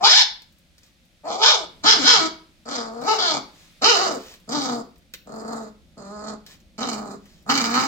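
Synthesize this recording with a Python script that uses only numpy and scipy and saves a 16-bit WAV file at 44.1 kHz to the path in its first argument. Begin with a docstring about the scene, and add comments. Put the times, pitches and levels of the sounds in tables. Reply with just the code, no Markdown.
"""A small walled yard with a concrete floor: two puppies wrestle close to a two-port microphone.
One protests in a dozen calls, shrill rasping yaps at first, then lower growls. Its vocal folds and
puffs of breath are the source; chest, pharynx, mouth and muzzle are the filters. Claws tick by impact
and paws scuff by friction. The bare walls ring after every sound, over a faint rumble and hiss."""
import sys
import numpy as np
from scipy import signal
from scipy.fft import rfft, irfft
from scipy.io import wavfile
from scipy.ndimage import uniform_filter1d, minimum_filter1d

SR = 44100
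rng = np.random.default_rng(int(sys.argv[2]) if len(sys.argv) > 2 else 0)


def persist_wave(psi):
    """Save psi, clipped to +-1, as 16-bit WAV."""
    counts = np.round(np.clip(psi, -1, 1) * 32767).astype(np.int16)
    wavfile.write(sys.argv[1], SR, np.atleast_2d(counts).T)


N = 347067


def amp(db):
    """Decibels to amplitude ratio."""
    return 10 ** (np.asarray(db) / 20)


def unit(x):
    """Normalisation to rms 1."""
    return x / np.sqrt(np.mean(x ** 2) + 1e-20)


def steady(x, size=1100):
    """Normalisation by a running rms, too slow to flatten single pulses."""
    return x / np.sqrt(uniform_filter1d(uniform_filter1d(x ** 2, size), size) + 1e-14)


def wobble(length, size):
    """Low-passed noise: a smooth wandering of rms 1."""
    return unit(uniform_filter1d(uniform_filter1d(rng.standard_normal(length), size), size))


def read(points, hz):
    """Interpolation on a log-frequency axis."""
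    f, value = np.transpose(points)
    return np.interp(np.log(hz + 1), np.log(f + 1), value)


def add(mix, start_s, sound):
    """Superposition of a sound on the mix."""
    part = mix[max(round(start_s * SR), 0):][:len(sound)]
    part += sound[:len(part)]


def colour(x, points, size=2048):
    """Minimum-phase filter with the given spectrum."""
    log_gain = np.log(amp(read(points, abs(np.fft.fftfreq(size, 1 / SR)))))
    taps = np.fft.ifft(np.exp(np.conj(signal.hilbert(log_gain)))).real
    return signal.oaconvolve(x, taps[:size // 2])[:len(x)]


def cut(x, hz, kind, order=4):
    """Maximally flat low-pass or high-pass."""
    return signal.sosfilt(signal.butter(order, hz, kind, fs=SR, output="sos"), x)


def resonate(x, hz, width_hz):
    """Damped resonator of gain 1, whose centre frequency may move."""
    turn = np.exp(2j * np.pi * np.cumsum(hz * np.ones(len(x))) / SR)
    pole = np.exp(-np.pi * width_hz / SR)
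    return 2 * (turn * signal.lfilter([1 - pole], [1, -pole], x / turn + 1e-18)).real


def bursts(impulses, decay_s):
    """Exponential decay: each impulse starts a fading burst of noise."""
    envelope = signal.lfilter([1], [1, -np.exp(-1 / (decay_s * SR))], impulses)
    return envelope * rng.standard_normal(len(impulses))


def train(place, force, size):
    """Band-limited impulses: windowed sincs can fall between samples."""
    near = place.astype(int)[:, None] + np.arange(-7, 9)
    offset = near - place[:, None]
    clicks = force[:, None] * np.sinc(offset) * np.sinc(offset / 8)
    return unit(np.bincount(np.clip(near, 0, size - 1).ravel(), clicks.ravel(), size))


# Diffuse sound at the two ports. Each row: frequency in Hz, left-right correlation.
COHERENCE = [(30, 0.28), (130, 0.99), (200, 0.86), (400, 0.9), (800, 0.48), (1400, 0), (16000, 0.48)]


def diffuse(size):
    """Spatial coherence: close ports hear long waves more alike than short ones."""
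    common, separate = rfft(rng.standard_normal((2, size)))
    same = np.clip(read(COHERENCE, np.fft.rfftfreq(size, 1 / SR)), -1, 1)
    return irfft(np.array([common, same * common + np.sqrt(1 - same ** 2) * separate]), size)


# Outdoor background. Each row: frequency in Hz, relative spectral density in dB.
AIR_SPECTRUM = [(15, -31.5), (25, -5.5), (70, -6.5), (134, -18), (161, -7), (249, -14), (354, -20),
                (416, -31), (531, -21), (936, -35.5), (2550, -30), (2840, -32.5), (3520, -29.5),
                (16000, -50)]
# Its slow drift. Each row: time in seconds, hiss gain in dB, rumble gain in dB.
AIR_DRIFT = [(0, 2, -3), (1.2, 2, -4.5), (2, 7.5, 5.5), (2.6, 3, -3), (3.7, 8.5, -1.5), (5, 0.5, -1.5),
             (5.9, 1, 1), (7.3, 0.5, 2)]


def air(level_db=-56.5, crossover_hz=900):
    """Ambient noise: a diffuse field whose rumble and hiss drift separately."""
    hz = np.fft.rfftfreq(N, 1 / SR)
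    noise = unit(irfft(rfft(diffuse(N)) * amp(read(AIR_SPECTRUM, hz)), N))
    hiss = irfft(rfft(noise) * hz ** 4 / (hz ** 4 + crossover_hz ** 4), N)
    rumble = noise - hiss
    when, *levels = np.transpose(AIR_DRIFT)
    hiss_db, rumble_db = (np.interp(np.arange(N) / SR, when, level) for level in levels)
    return amp(level_db) * (amp(hiss_db) * hiss + amp(rumble_db) * rumble)


# The yard's ring. Each row: frequency in Hz, time to fall 60 dB in seconds.
REVERB_TIMES = [(150, 0.35), (300, 0.45), (700, 0.36), (2000, 0.38), (5000, 0.34), (9000, 0.17),
                (15000, 0.44)]
# Floor and near walls. Each row: left delay in seconds, right delay in seconds, relative gain.
REFLECTIONS = [(.0013, 0.0017, 1), (.0041, .0047, 0.58), (.0079, 0.0089, 0.87), (0.0099, .0114, 0.15),
               (0.017, .0172, 0.23)]


def yard(x, send, tail_db=-2.5, walls_db=-1, build_s=0.0064, port_lag_s=0.00014):
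    """Reverberation: x arrives directly, left port first; send feeds reflections and a diffuse tail."""
    hz, t, spectra = signal.stft(diffuse(SR), SR, nperseg=256)
    decay = amp(-60 * t / read(REVERB_TIMES, hz)[:, None])
    tail = signal.istft(spectra * decay, SR, nperseg=256)[1][:, :SR]
    tail *= 1 - np.exp(-(np.arange(SR) / SR / build_s) ** 2)
    response = amp(tail_db) * tail / np.linalg.norm(tail[0])
    for left, right, gain in REFLECTIONS:
        response[[0, 1], [round(left * SR), round(right * SR)]] += gain * amp(walls_db)
    direct = np.array([x, np.pad(x, (round(port_lag_s * SR), 0))[:N]])
    return 0.78 * direct + signal.fftconvolve(send[None], response, axes=1)[:, :N]


# Claws on concrete. Each row: time in seconds, relative peak in dB, resonance in Hz.
CLAW_TICKS = [(0.4194, -34, 4270), (0.7811, -39, 5370), (0.833, -43, 7000), (3.5294, -72.5, 4300),
              (4.339, -34, 3020), (4.958, -47, 2185), (5.022, -51, 1916), (5.1374, -20.5, 2570),
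              (6.464, -29, 4410), (6.6017, -47, 5750), (7.256, -39.5, 1234)]
# The spectrum of a tick. Each row: frequency in Hz, gain in dB.
CLAW_SPECTRUM = [(100, -16), (450, 0), (800, -17.5), (1400, -5), (2900, -3.5), (4500, -2), (7000, -6),
                 (10000, -13.5), (15000, -8.5)]
# Sliding pads. Each row: start in seconds, length in seconds, relative level in dB.
PAD_SCUFFS = [(0.796, .12, -58.5), (3.501, 0.22, -53.5), (4.149, 0.24, -44.5), (4.825, .13, -73.5),
              (6.452, 0.12, -46.5), (7.183, 0.27, -57)]


def paws(tick_s=0.0063, claw_db=-1, scuff_db=-2, grain_db=4, patter_db=-53, patter_per_s=4):
    """Impact and friction: claws strike the concrete and pads drag grit over it."""
    out, t = np.zeros(N), np.arange(2048) / SR
    for start, db, hz in CLAW_TICKS:
        impact = colour(rng.standard_normal(len(t)) * np.exp(-t / tick_s), CLAW_SPECTRUM)
        tick = .5 * impact + resonate(impact, hz, width_hz=1700)
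        add(out, start, amp(db + claw_db) * tick / abs(tick).max())
    grains = rng.standard_normal(N) * amp(grain_db * np.minimum(rng.exponential(1, N), 5))
    grit = unit(colour(grains, [(100, -13.5), (600, -9), (2000, -7.5), (4500, -5.5), (7000, -9),
                                (10000, -22), (15000, -19)]))
    for start, length, db in PAD_SCUFFS:
        progress = np.clip((np.arange(N) / SR - start) / length, 0, 1)
        out += amp(db + scuff_db) * grit * np.sin(np.pi * progress)
    # tiny bright ticks as the pups shift their feet
    touches = (rng.random(N) < patter_per_s / SR) * rng.random(N)
    return out + amp(patter_db) * cut(bursts(touches, tick_s), 6000, "high", order=2)


def vocal_folds(hz, rough, jitter=.06, shimmer=1.0, subharmonic=0.25, waver=.04, rattle=0.88):
    """Glottal source: one flow pulse and one closing snap a cycle, uneven when the voice is rough."""
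    size = len(hz)
    turns = .9 + np.cumsum(hz * (1 + waver * rough * wobble(size, 200))) / SR
    cycle = np.arange(1, int(turns[-1]))
    late, strong = rng.standard_normal((512, 2))[cycle].T
    cycle_rough = np.interp(cycle, turns, rough)
    place = np.interp(cycle + jitter * cycle_rough * late, turns, np.arange(size))
    force = np.exp(cycle_rough * (shimmer * np.clip(strong, -2, 1.4) + subharmonic * (-1) ** cycle))
    # strong cycles close harder, so the treble rattles
    return turns, train(place, force, size), train(place, force ** rattle, size)


# Upper resonances of throat and muzzle with the mouth nearly shut, half open and wide.
# Each row: frequency in Hz, relative gain in dB.
MUZZLE_SHUT = [(1800, -3), (2100, -8), (2600, -23), (3400, -18), (4400, 6.5), (5900, -3.5), (7300, 2),
               (8600, -7), (9300, -8), (10200, -20), (15500, -16.5)]
MUZZLE_HALF = [(1800, -23), (2200, -1), (2600, -12.5), (3200, -6.5), (3700, -1), (4500, 0), (5300, -2.5),
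               (5900, -1), (6600, -7.5), (7800, -13), (8800, -29.5), (12000, -37.5), (15500, -27)]
MUZZLE_WIDE = [(1800, -39.5), (2250, -2.5), (2650, -9.5), (3200, -7), (4100, 1.5), (5100, -3), (5900, -8.5),
               (7000, -19), (7900, -24.5), (8800, -50.5), (12000, -61), (15500, -46.5)]


def muzzle(source, effort_db, pitch_hz, third_hz, third_db, nose_db, treble_db):
    """Upper formants: effort widens the mouth and so reshapes the spectrum of the rasp."""
    def formant(hz, width_hz):
        """Two resonators in cascade give steep skirts."""
        return unit(resonate(resonate(source, hz, 2 * width_hz), hz, 2 * width_hz))
    opening = np.interp(effort_db, [-57, -35, -16], [0, 1, 2])
    out = sum(np.maximum(1 - abs(opening - k), 0) * unit(colour(source, shape))
              for k, shape in enumerate([MUZZLE_SHUT, MUZZLE_HALF, MUZZLE_WIDE]))
    # antiresonance: a side cavity of the throat swallows one band
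    out -= 0.69 * resonate(out, hz=2620, width_hz=300)
    out += amp(third_db) * np.interp(opening, [0, 1, 2], [.02, .2, .45]) * formant(third_hz, 260)
    # the nose rings most with the mouth half open
    out += amp(nose_db) * np.interp(opening, [0, 1, 2], [.2, .6, .35]) * formant(2280, 110)
    # the fourth formant climbs with the pitch; tongue and lips keep it moving
    fourth_hz = 4750 * (pitch_hz / 400) ** .12 + 260 * wobble(len(source), 3000)
    out += amp(-9) * formant(fourth_hz, 300)
    out = colour(out, [(6500, 0.0091), (12000, treble_db / 2), (15500, treble_db + 3)])
    return cut(out, 1750, "high")


# Chest and pharynx responses. Each row: pitch in Hz, relative level in dB at ordinary loudness.
CHEST_RESPONSE = [(200, -32), (245, -31), (300, -29.5), (340, -33), (420, -45), (500, -54.5), (750, -66.5)]
PHARYNX_RESPONSE = [(200, -38), (235, -37), (290, -39.5), (420, -37.5), (520, -42), (750, -62.5)]


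def cavities(chest_drive, pharynx_drive, hz, loud_db, chest_db, pharynx_db, ordinary_db=-30):
    """Forced resonance: chest and pharynx ring when a low harmonic falls on them."""
    chest = cut(cut(chest_drive, 390, "low", order=6), 150, "high", order=10)
    pharynx = cut(cut(pharynx_drive, 680, "low", order=6), 400, "high", order=6)
    chest_gain = amp(read(CHEST_RESPONSE, hz) + chest_db - 3)
    pharynx_gain = amp(read(PHARYNX_RESPONSE, hz) + pharynx_db + 1.5)
    growth = amp(.55 * (loud_db - ordinary_db))
    return growth * (chest_gain * steady(chest) + pharynx_gain * steady(pharynx))


def vowel(drive, loud_db, second_hz, second_db):
    """Two moving formants: the first rises as the jaw drops in a swelling call."""
    first_hz = np.interp(loud_db, [-42, -15], [700, 860])
    first = resonate(drive, first_hz, width_hz=170)
    second = amp(second_db) * resonate(drive, second_hz, width_hz=250)
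    return amp(loud_db - 3) * steady(cut(cut(first - second, 520, "high"), 2400, "low"))


# An opening mouth lets out the rasp and lifts formant 2. Each row: opening from 0 to 1,
# rasp gain in dB, formant 2 in Hz, formant 2 gain in dB.
MOUTH_OPENING = [(0, -23, 1250, -9), (.4, -9, 1255, -3.5), (.75, 1.5, 1290, -1), (1, 11.5, 1700, 6.5)]


def call(gesture, start, end, chest_db, pharynx_db, second_db, *muzzle_posture,
         breathy=0.26, spit=0.62, flutter_db=5, attack_s=.018, release_s=.025):
    """Source-filter principle: fold pulses and turbulent puffs excite the vocal tract."""
    t = np.arange(start, end, 1 / SR)
    when, *curves = np.transpose(gesture)
    hz, loud_db, mouth, rough = (np.interp(t, when, curve) for curve in curves)
    opening, *laws = np.transpose(MOUTH_OPENING)
    rasp_db, second_hz, lift_db = (np.interp(mouth, opening, law) for law in laws)
    turns, pulses, snaps = vocal_folds(hz, rough)
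    puffs = unit(bursts(snaps, decay_s=0.00059))
    drive = pulses + breathy * rough * puffs
    # the smooth part of the air flow strengthens the fundamental, less so when rough
    flow = 0.63 * (1 - .45 * rough) * np.sqrt(hz / SR) * np.cos(2 * np.pi * turns)
    chest_drive = drive + flow + .9 * rough * puffs
    voice = cavities(chest_drive, pulses + flow, hz, loud_db, chest_db, pharynx_db)
    voice += vowel(drive, loud_db, second_hz, lift_db + second_db)
    # loose wet tissue flutters, breaking a low growl's rasp into bursts
    flutter = amp(flutter_db * rough * 300 / hz * np.clip(wobble(len(t), 300), -2, 1.5))
    effort_db = loud_db + rasp_db + 9 * np.log2(hz / 330)
    rasp = steady(muzzle(snaps + spit * puffs, effort_db, hz, *muzzle_posture))
    voice += amp(loud_db + rasp_db - 2) * flutter * rasp
    fade = np.clip(np.minimum((t - start) / attack_s, (end - t) / release_s), 0, 1)
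    return voice * np.sin(np.pi / 2 * fade) ** 2


# The pup's posture in each call. Each row: start and end in seconds; chest, pharynx and formant 2
# gains in dB; formant 3 in Hz; formant 3, nose, top treble and echo gains in dB; left over right in dB.
CALL_POSTURES = [(0, .245, -3, -1.5, -4, 3570, -4, -14, -6.5, -3, 2.5),
                 (1.231, 1.658, -11, 2.5, -5, 3556, 3, -15.5, -11, -2.5, 1.5),
                 (1.827, 2.285, 2, -2, 3, 3367, -3, -7, -6.5, 0.5, 1.5),
                 (2.65, 3.036, -6.5, -1.5, 2, 3610, -0.5, -16, -18, 0.5, 1),
                 (3, 3.182, -2.5, 2, 0.5, 2890, 1, -4, 0.5, -0.5, 3.5),
                 (3.172, 3.399, -5, 0.5, -1, 3540, 1, -7, -9, -2, 2.5),
                 (3.808, 4.195, -4.5, 3.5, 2.5, 2963, 2, -9.5, -0.5, 1, -0.5),
                 (4.472, 4.827, 1, -1, 0, 3836, -4, -23, -3, -0.5, 0),
                 (5.257, 5.703, -2, -1.5, 2.5, 3920, -1, -27, -3, 0, 1.5),
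                 (5.964, 6.37, -0.5, -0.5, 2, 3900, -6, -18, -18, -4.5, -1),
                 (6.775, 7.173, 1.5, -2.5, 1.5, 3020, 6.5, -5, -3.5, -3.5, -1),
                 (7.452, 7.875, 0.5, -7, 6, 3010, 2, -2, 6, -1.5, -1)]
# One list per call: three yaps, a growl, a yelp, a snarl, a bark, then five growls.
# Each row: time in seconds, pitch in Hz, loudness in dB, mouth opening and roughness from 0 to 1.
CALL_GESTURES = [
    [(.02, 365, -26.5, 0.03, 0.65), (.048, 428.5, -8, 0.73, 0.46), (.09, 561, -21, 0.94, 0.59),
     (.15, 777.4, -21, 1, 0.7), (.19, 1018, -19.5, 1, 0.87), (.23, 725.4, -27.5, 0.96, .5)],
    [(1.245, 300.2, -37.5, 0, .3), (1.268, 345, -28.5, 0.07, 0.37), (1.31, 298.7, -27, .6, 0.96),
     (1.385, 411.2, -30.5, 0.3, 0.57), (1.432, 442, -16.5, 0.88, 0.71), (1.5, 642.4, -17, 0.84, 0.71),
     (1.55, 431.6, -24.5, 0.77, 0.74), (1.59, 336, -35, 0.5, 0.44), (1.63, 307.6, -36, 0.3, 0.34)],
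    [(1.84, 311, -29, 0.58, .57), (1.868, 430, -15, .8, 0.59), (1.915, 470, -17, 0.9, .6),
     (1.97, 320.8, -34.5, 0.56, .4), (2.025, 240.3, -31.5, 0.84, 0.28), (2.09, 530.4, -15.5, 0.85, 0.65),
     (2.14, 462.6, -19.5, 0.8, .68), (2.2, 326.6, -25, 0.65, .17), (2.275, 316.2, -28.5, 0.6, 0.42)],
    [(2.665, 228.9, -38.5, .55, 0.79), (2.71, 289.7, -34.5, 0.59, 0.62), (2.78, 234.1, -32.5, 0.77, 0.49),
     (2.91, 223.1, -40.5, 0.07, 0.34), (3.01, 243, -38.5, 0.18, 0.47)],
    [(3.03, 264.3, -36, .48, 0.6), (3.06, 361, -32, .45, 0.4), (3.082, 431.6, -17, 0.4, 0.18),
     (3.125, 439, -16, 0.37, .17), (3.146, 385.4, -28.5, 0.75, .55)],
    [(3.195, 401.6, -25.5, 0.75, .85), (3.26, 339.4, -26.5, 0.84, 0.22), (3.31, 313.3, -25, 0.74, .4),
     (3.365, 274.4, -27.5, 0.42, 0.73)],
    [(3.818, 249.9, -30, 0.59, 0.72), (3.843, 389, -18, 0.71, 0.41), (3.89, 501.8, -19.5, 0.79, 0.24),
     (3.965, 340.9, -26, 0.69, 0.37), (4.025, 384.7, -24, 0.58, 0.45), (4.1, 307.3, -29.5, 0.54, 0.71),
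     (4.18, 215.4, -41.5, 0.23, 0.55)],
    [(4.485, 212, -38.5, 0.5, 0.69), (4.55, 305.1, -26.5, 0.63, 0.3), (4.62, 264.7, -32.5, .68, 0.45),
     (4.7, 243.7, -29, 0.56, 0.51), (4.79, 232.4, -37, 0.22, 0.51)],
    [(5.275, 198.4, -46, 0.2, 0.73), (5.34, 222.8, -39.5, 0.17, 0.68), (5.435, 216.3, -40.5, 0.25, 0.59),
     (5.525, 228.5, -33, 0.26, 0.46), (5.6, 222, -38.5, 0.18, .42), (5.69, 201.9, -50, 0.4, 0.4)],
    [(5.99, 197.4, -43, .15, 0.85), (6.06, 194.2, -41.5, 0.3, 0.3), (6.13, 210.5, -37.5, 0.19, 0.05),
     (6.21, 207.4, -37, 0.28, 0.25), (6.295, 216.9, -34, .42, 0.63), (6.345, 206, -38.5, 0.26, 0.44)],
    [(6.785, 214.2, -33, .58, 0.69), (6.83, 267.1, -27, 0.61, 0.59), (6.9, 217, -31.5, 0.55, 0.8),
     (7.05, 204.2, -36.5, .22, 0.55), (7.155, 197.4, -40, 0.35, 0.58)],
    [(7.465, 185, -41, 0, 0.68), (7.482, 225.5, -36, 0.33, 0.62), (7.497, 260.7, -17, 0.53, 0.54),
     (7.553, 289.2, -26.5, 0.72, 0.59), (7.615, 226.7, -25.5, 0.65, 0.63), (7.7, 232.2, -28.5, 0.53, 0.49),
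     (7.775, 253.5, -18.5, 0.54, 0.5), (7.84, 266.7, -25.5, .55, 0.46)],
]
# The ports' unequal response to the voice. Each row: frequency in Hz, right over left in dB.
PORT_DIFFERENCE = [(100, -4.5), (700, 0.35), (1300, 0.5), (2500, 3.5), (5700, -0.5), (6800, 18.5),
                   (7800, 12), (9500, 6), (15000, 1.5)]


def puppy():
    """Direct and reflected sound: the calls fill the yard; the right port hears more of their top."""
    voice, send = np.zeros(N), np.zeros(N)
    for gesture, (start, end, *posture, echo_db, _) in zip(CALL_GESTURES, CALL_POSTURES):
        sound = call(gesture, start, end, *posture)
        add(voice, start, sound)
        add(send, start, amp(echo_db) * sound)
    starts, *_, balances = np.transpose(CALL_POSTURES)
    balance_db = np.interp(np.arange(N) / SR, starts, balances)
    ports = []
    for arrival, side in zip(yard(voice, send), (1, -1)):
        response = [(hz, -side * db / 2) for hz, db in PORT_DIFFERENCE]
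        ports.append(amp(side * balance_db / 2) * colour(arrival, response))
    return np.array(ports)


def scene():
    """Superposition: voice, paws and outdoor air add at the two ports."""
    calls, feet = puppy(), paws()
    return calls + yard(feet, send=amp(-6.5) * feet) + air()


def record(dry, edge_hz=15950):
    """Peak limiting turns down anything over full scale; a low-pass then limits the band."""
    headroom = 1 / np.maximum(abs(dry).max(0), 1)
    gain = uniform_filter1d(minimum_filter1d(headroom, size=201), size=201)
    low_pass = signal.firwin(511, edge_hz, window=("kaiser", 9), fs=SR)
    return signal.oaconvolve(dry * gain, low_pass[None], "same")


dry = scene()
out = record(dry)
persist_wave(out)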